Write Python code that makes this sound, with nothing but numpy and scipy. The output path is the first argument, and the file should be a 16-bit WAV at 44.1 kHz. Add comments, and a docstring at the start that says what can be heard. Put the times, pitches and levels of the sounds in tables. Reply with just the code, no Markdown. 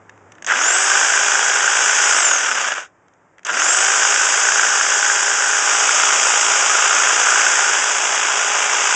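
"""An electric hedge trimmer, close to a small camera's microphone in a garden, runs, stops and runs again.
The trigger clicks before each start. The motor whines up and turns a crank through a gear; the blades
knock at each end of their stroke, ringing the plastic housing, and chatter and hiss as they slide.
Between the two runs it coasts to rest, leaving the quiet garden and a faint low hum."""
import sys
import numpy as np
from scipy import signal
from scipy.io import wavfile
from scipy.ndimage import uniform_filter1d

SR = 44100
rng = np.random.default_rng(int(sys.argv[2]) if len(sys.argv) > 2 else 0)


def digitize_waveform(pressure):
    """Quantize a signal to 16-bit integers and store it at the path in sys.argv[1].

    Rows of a 2-D input are taken as channels; values are limited to [-1, 1].
    """
    field = np.atleast_2d(pressure).T
    bounded = np.clip(field, -1, 1)
    quanta = np.round(bounded * 32767).astype(np.int16)
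    wavfile.write(sys.argv[1], SR, quanta)


N = 394694
T = np.arange(N) / SR


def amp(db):
    """Decibels to gain."""
    return 10 ** (np.asarray(db) / 20)


def unit_rms(x):
    """Scales to rms 1."""
    return x / np.sqrt(np.mean(x ** 2) + 1e-20)


def curves(rows):
    """Each column of a table, joined by straight lines in time."""
    times, *columns = np.transpose(rows)
    return [np.interp(T, times, column) for column in columns]


def add(mix, start_s, sound):
    """Mixes a sound in at start_s."""
    part = mix[round(start_s * SR):][:len(sound)]
    part += sound[:len(part)]


def colour(x, spectrum, size=4096):
    """Minimum-phase filter through points of freq_hz, gain_db."""
    hz, db = np.transpose(spectrum)
    log_hz = np.log(abs(np.fft.fftfreq(size, 1 / SR)) + 1)
    log_gain = np.log(amp(np.interp(log_hz, np.log(hz), db)))
    taps = np.fft.ifft(np.exp(np.conj(signal.hilbert(log_gain)))).real
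    return signal.oaconvolve(x, taps[:size // 2])[:len(x)]


def resonate(x, hz, width_hz):
    """A resonance of gain 1 whose centre may move."""
    turn = np.exp(2j * np.pi * np.cumsum(hz * np.ones(len(x))) / SR)
    pole = np.exp(-np.pi * width_hz / SR)
    return 2 * (turn * signal.lfilter([1 - pole], [1, -pole], x / turn + 1e-18)).real


def waver(rate_hz):
    """Smooth random drift of rms 1."""
    lowpass = signal.butter(2, rate_hz, fs=SR, output="sos")
    return unit_rms(signal.sosfilt(lowpass, rng.standard_normal(N)))


# The garden's background spectrum: freq_hz, gain_db
GARDEN_SPECTRUM = [(18, -63), (30, -27.5), (58, -22), (74, -13), (96, -16), (148, -12.5), (188, -6.5),
                   (217, -18.5), (256, -9), (1240, -11.5), (1850, -16.5), (4170, -41.5), (7040, -30),
                   (8120, -34), (8930, -64.5), (11600, -91.5), (19600, -120)]
# The background and the hum at the microphone, each: time_s, level_db
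GARDEN_LEVEL = [(0, -50.5), (.4, -48.5), (1, -62), (3, -56.5), (8.9, -58.5)]
HUM_LEVEL = [(0, -59), (.3, -57), (.5, -79), (2.9, -71.5), (3.4, -76), (8.9, -77)]

def garden(hum_hz=102):
    """Outdoor background all around the microphone, with a faint low hum."""
    air = unit_rms(colour(rng.standard_normal(N), GARDEN_SPECTRUM))
    hum = np.sqrt(2) * np.cos(2 * np.pi * (hum_hz * T + .15 * waver(6)))
    return amp(curves(GARDEN_LEVEL)[0]) * air + amp(curves(HUM_LEVEL)[0]) * hum


# Handle and trigger clicks, and the gear's kick as it starts or stops: start_s, relative_db, treble_db
CLICKS = [(0.094, -21, -3), (0.176, -33, -6), (0.3198, -24.5, 1), (0.3516, -33, -4), (0.382, -27, -16),
          (0.4228, -15.5, 1), (0.445, -11.5, 1), (0.4555, -31, 2), (0.464, -3.5, 16), (0.4717, -11.5, 11),
          (2.719, 0.5, 0), (3.0819, -39.5, -3), (3.1354, -43, 8), (3.3816, -28, -8), (3.392, -30, -8),
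          (3.4311, -31, 0), (3.449, -6, 13), (3.455, -20, 4), (3.466, -4, 10)]
# One click from close by: freq_hz, gain_db
CLICK_SPECTRUM = [(150, -25), (600, 0), (1100, -3), (1600, 11), (2400, 3), (3300, -1.5), (4500, -8),
                  (6500, 2.5), (8500, -8)]

def trigger(slip_s=.0021, decay_s=.0018, size=1500):
    """Plastic and metal parts scrape briefly and snap home."""
    out, t = np.zeros(N), np.arange(size) / SR
    for start_s, db, treble_db in CLICKS:
        snap = rng.standard_normal(size) * (1 - np.exp(-t / slip_s)) * np.exp(-t / decay_s)
        click = colour(colour(snap, CLICK_SPECTRUM), [(2000, .0035), (6000, treble_db)])
        add(out, start_s, amp(db - 23.5) * unit_rms(click))
    return out


# Each pull of the trigger: on_s, off_s, top_speed_hz, rest_angle_turns
RUNS = [(.465, 2.113, 419.46, .79), (3.45, 9, 417.33, .867)]
# Starting torque rattles the blades and jolts the housing, one row a run: load_share, jolt_db
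START_TORQUES = [(0.97, 10.5), (0.22, 7)]
GEAR_RATIO = 59 / 4  # shaft turns per crank turn

def drivetrain(surge_s=.0552, settle_s=.1445, warm_s=3.51, coast_s=.825, grip_s=.186, stop_s=.757):
    """Shaft speed in Hz, crank angle in turns and blade load (1 at full speed) as the motor runs."""
    speed, crank, load = np.zeros((3, N))
    for (on_s, off_s, top_hz, rest_angle), (torque, _) in zip(RUNS, START_TORQUES):
        on = T >= on_s
        since_on, since_off = T[on] - on_s, np.maximum(T[on] - off_s, 0)
        # the motor surges, settles, then creeps up to top speed as it warms
        surge = 1 - np.exp(-(since_on / surge_s) ** 1.48)
        settle = 1 - .7 * np.exp(-since_on / settle_s) - .0306 * np.exp(-since_on / warm_s)
        # with the power off it coasts until friction grips; the load then dies faster than the speed
        grip = np.clip((stop_s - since_off) / grip_s, 0, 1)
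        share = surge * settle * np.exp(-since_off / coast_s) * grip
        speed[on] = top_hz * share
        crank[on] = rest_angle + np.cumsum(speed[on]) / SR / GEAR_RATIO
        load[on] = share * grip ** .53 + torque * (1 - share) * (since_off == 0)
    return speed, crank, load


# Gear and armature tones: shaft_multiple, relative_db
MOTOR_TONES = [(2, -34.2), (4, -37), (6, -44), (8, -38.5), (12, -43), (15, -43), (17, -40), (18, -41),
               (19, -37)]
# The armature's whine against shaft speed: speed_hz, level_db
WHINE_LEVEL = [(150, -64), (220, -44), (270, -33), (305, -22), (345, -19.5), (380, -21), (415, -25)]

def motor(speed, crank, whine_multiple=21):
    """Shaft and gear tones grow with speed and sink as it slows; the whine sings on the way up and down."""
    turns = crank * GEAR_RATIO + .0017 * waver(60)
    coasting = uniform_filter1d(1. * (np.gradient(speed) < 0), size=6000)
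    tones = sum(amp(db + waver(30)) * np.cos(2 * np.pi * (multiple * turns + rng.random()))
                for multiple, db in MOTOR_TONES)
    speed_db = np.interp(speed, [0, 150, 230, 330, 405], [-84, -15, -21.5, -3, -1])
    tones *= amp(.5 - 3 * coasting + speed_db)
    # the rotor's slight unbalance hums once a turn
    shaft_db = -45 - 8 * coasting + np.interp(speed, [100, 220, 400], [-25, -2.5, 0])
    shaft = amp(shaft_db) * np.cos(2 * np.pi * turns)
    whine_db = np.interp(speed, *np.transpose(WHINE_LEVEL)) + 3.4 * waver(50)
    whine = amp(whine_db) * np.cos(2 * np.pi * whine_multiple * turns)
    return np.sqrt(2) * (tones + shaft + whine) * (speed > 0)


def contact(rattle, decay_s, size=1200):
    """One impact: a sharp push and a short rattle of rebounds, energy 1."""
    burst = rng.standard_normal(size) * np.exp(-np.arange(size) / SR / decay_s)
    burst *= rattle / np.linalg.norm(burst)
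    burst[0] += 1
    return burst / np.linalg.norm(burst)


def passes(speed, crank, angle_turns):
    """Samples at which the turning crank passes the given angle."""
    return np.flatnonzero((np.diff(np.floor(crank - angle_turns)) > 0) & (speed[1:] > 20))


def stroke_pressure(crank, swing_db, lag_turns, lopsided_db):
    """The blades press hardest just after each reversal, more at one end than at the other."""
    angle = 2 * np.pi * (crank - lag_turns)
    return amp(swing_db * np.cos(2 * angle) + lopsided_db * np.cos(angle))


def chatter(crank, taps_per_s=2200, spread_db=.5):
    """Teeth and guides touch in a dense run of tiny impacts."""
    sizes = amp(spread_db * np.minimum(rng.exponential(1, N), 4)) * rng.choice([-1, 1], N)
    taps = sizes * (rng.random(N) < taps_per_s / SR)
    return unit_rms(taps * stroke_pressure(crank, swing_db=1.5, lag_turns=.016, lopsided_db=-.48))


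def reversals(speed, crank, back_turns=.51, back_db=-7.5):
    """Play in the crank is taken up with a knock at both ends of the stroke."""
    knocks = np.zeros(N)
    for angle, db in (0, 0), (back_turns, back_db):
        for at in passes(speed, crank, angle):
            late_ms, strength = np.clip(rng.standard_normal(2), -2, 1.3)
            knock = amp(db + 2.4 * strength) * contact(rattle=.6, decay_s=.003)
            add(knocks, T[at] - .0014 + .001 * late_ms, knock)
    return unit_rms(knocks)


def housing(blows, pitch_hz, jolt_after_s=.044, jolt_width_s=.019):
    """The plastic shell swells and rings, louder as the gear takes up the load just after each start."""
    blows = colour(blows, [(60, -37), (200, -25), (900, -1), (1500, -3), (2200, -2.5), (5000, -6.5)])
    ring = resonate(resonate(blows, pitch_hz, width_hz=870), pitch_hz, width_hz=260)
    jolt_db = sum(db * np.exp(-((T - on_s - jolt_after_s) / jolt_width_s) ** 2)
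                  for (on_s, *_), (_, db) in zip(RUNS, START_TORQUES))
    return amp(jolt_db) * unit_rms(ring)


# The tool's balance as it moves about near the microphone, levels relative:
# time_s, housing_db, clatter_db, hiss_db, housing_pitch_hz
POSE = [(0.7, -19.5, -25.0, -19.0, 1513), (0.95, -18.5, -24.0, -18, 1510), (1.6, -20, -25, -21, 1527),
        (2.05, -19, -23.0, -17.5, 1478), (3.8, -20.5, -24.0, -17.5, 1502), (4.7, -19, -25.0, -18.5, 1508),
        (5.45, -20.5, -26.5, -20.0, 1523), (6.0, -23, -22, -17.5, 1410), (6.5, -22.5, -23.5, -18.0, 1440.0),
        (6.9, -19.5, -22.5, -19, 1405), (7.45, -17.5, -23, -18.5, 1487), (8.0, -26, -24.5, -22.5, 1495),
        (8.5, -26, -24, -23.5, 1460), (8.9, -27, -23.5, -21.5, 1474)]
# Ringing of the steel blades: pitch_hz, width_hz, relative_db
BLADE_MODES = [(600, 34, -25), (1043, 100, 5), (1253, 99, 10), (2180, 50, -12.5), (2700, 75, -24),
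               (3300, 15, 10), (6900, 200, -7.5)]
# Chatter, knock and sliding hiss at close range, each: freq_hz, gain_db
CHATTER_SPECTRUM = [(60, -45), (150, -22.5), (250, -14), (400, -2.5), (700, 3.5), (1200, 5), (1900, 6),
                    (2800, 6), (3400, 1), (4000, -7.5), (6500, 3), (8500, -4)]
KNOCK_SPECTRUM = [(40, -55.5), (130, -27.5), (300, -8.5), (700, -5.5), (1300, -6), (1900, -0.5), (3000, 10),
                  (4500, -12), (7000, -12), (8500, -11)]
HISS_SPECTRUM = [(300, -42.5), (2000, -12), (4000, -15), (5200, -3.5), (6200, 0.5), (6900, 2), (7600, -1),
                 (8500, -1.5)]

def blades(speed, crank, load):
    """Knocks and chatter ring the housing and the steel; sliding steel and cooling air hiss."""
    housing_db, clatter_db, hiss_db, housing_hz = curves(POSE)
    # the clatter starts with the shaft and rings on briefly after it stops
    drive = signal.lfilter([1 / 300], [1, 1 / 300 - 1], load + 1e-9)
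    knocks, taps = reversals(speed, crank), chatter(crank)
    shell = housing(.69 * knocks + taps, housing_hz)
    steel = sum(amp(db) * resonate(taps + .5 * knocks, hz, width) for hz, width, db in BLADE_MODES)
    clatter = (amp(6) * unit_rms(colour(taps, CHATTER_SPECTRUM))
               + amp(-9.5) * unit_rms(colour(knocks, KNOCK_SPECTRUM))
               + amp(-7.5) * unit_rms(steel))
    pressure = stroke_pressure(crank, swing_db=.5, lag_turns=.031, lopsided_db=-.84)
    friction = rng.standard_normal(N) * pressure * amp(.64 * waver(250))
    hiss = unit_rms(colour(friction, HISS_SPECTRUM))
    sliding = np.minimum(speed / speed.max(), load)
    return (amp(housing_db - 2) * drive ** .6 * shell
            + amp(clatter_db - .46) * drive ** .66 * clatter
            + amp(hiss_db + 6.5) * sliding ** 2.04 * hiss)


# The hardest blade knocks: start_s, relative_peak_db
HARD_KNOCKS = [(.511, -4), (1.3189, -5), (1.3544, -5), (1.499, -5), (1.6432, -5), (1.8936, -5),
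               (2.2254, -6), (2.7816, -6.5), (3.502, -4), (3.62, -5), (3.9395, -6), (4.1226, -6),
               (4.811, -4), (5.0994, -6), (6.785, -5), (6.8569, -5), (6.9292, -5), (7.4086, -5)]

def blade_slams(speed, crank, load, end_turns=.96, chance=.13):
    """A blade slams into its end of travel and the housing rings, at set times and on chance strokes."""
    out, ends = np.zeros(N), passes(speed, crank, end_turns)
    slams = ends[rng.random(len(ends)) < chance]
    housing_db = curves(POSE)[0]
    slam_db = 11.5 + housing_db[slams] + 20 * np.log10(load[slams])
    for start_s, db in HARD_KNOCKS + list(zip(T[slams], slam_db)):
        blow = contact(rattle=.37, decay_s=.0022)
        ring = resonate(resonate(blow, 1450, width_hz=900), 1500, width_hz=280)
        slam = ring + amp(-23) * colour(blow, KNOCK_SPECTRUM)
        add(out, start_s, amp(db - 2) * slam / abs(slam).max())
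    return out


def fence_echoes(x, t60_s=.17, size=12000):
    """The garden fences return a short, thin scatter of echoes."""
    t = np.arange(size) / SR
    scatter = rng.standard_normal(size) * (rng.random(size) < .1)
    tail = scatter * amp(-60 * t / t60_s) * (t > .004)
    return signal.oaconvolve(x, tail / np.linalg.norm(tail))[:N]


def scene():
    """The trimmer close to the microphone, faint echoes and the garden behind it, in mono."""
    speed, crank, load = drivetrain()
    tool = blades(speed, crank, load) + blade_slams(speed, crank, load) + motor(speed, crank) + trigger()
    return (tool + amp(-17.5) * fence_echoes(tool) + garden())[None]


# The camera's filters either side of its sampling, each: freq_hz, gain_db
BEFORE_SAMPLING = [(7500, 0), (8000, -3), (8300, -10), (8600, -27), (9000, -50)]
AFTER_SAMPLING = [(7300, 0), (8000, -4), (8500, -14), (8800, -27), (9100, -40)]

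def record(dry, notch_hz=4225, notch_width_hz=950, sampling_hz=16000, edge_hz=8970):
    """The camera cuts the bass and a notch, mirrors the treble about 8 kHz by sampling, and clips peaks."""
    x = signal.lfilter(*signal.iirnotch(notch_hz, notch_hz / notch_width_hz, SR), dry[0])
    x = signal.sosfilt(signal.butter(2, 32, "high", fs=SR, output="sos"), x)
    mirrored = colour(x, BEFORE_SAMPLING) * (1 + 2 * np.cos(2 * np.pi * sampling_hz * T))
    clipped = np.clip(colour(mirrored, AFTER_SAMPLING), -.85, .85)
    lowpass = signal.firwin(711, edge_hz, window=("kaiser", 9), fs=SR)
    return signal.oaconvolve(clipped, lowpass, "same")[None]


dry = scene()
out = record(dry)
digitize_waveform(out)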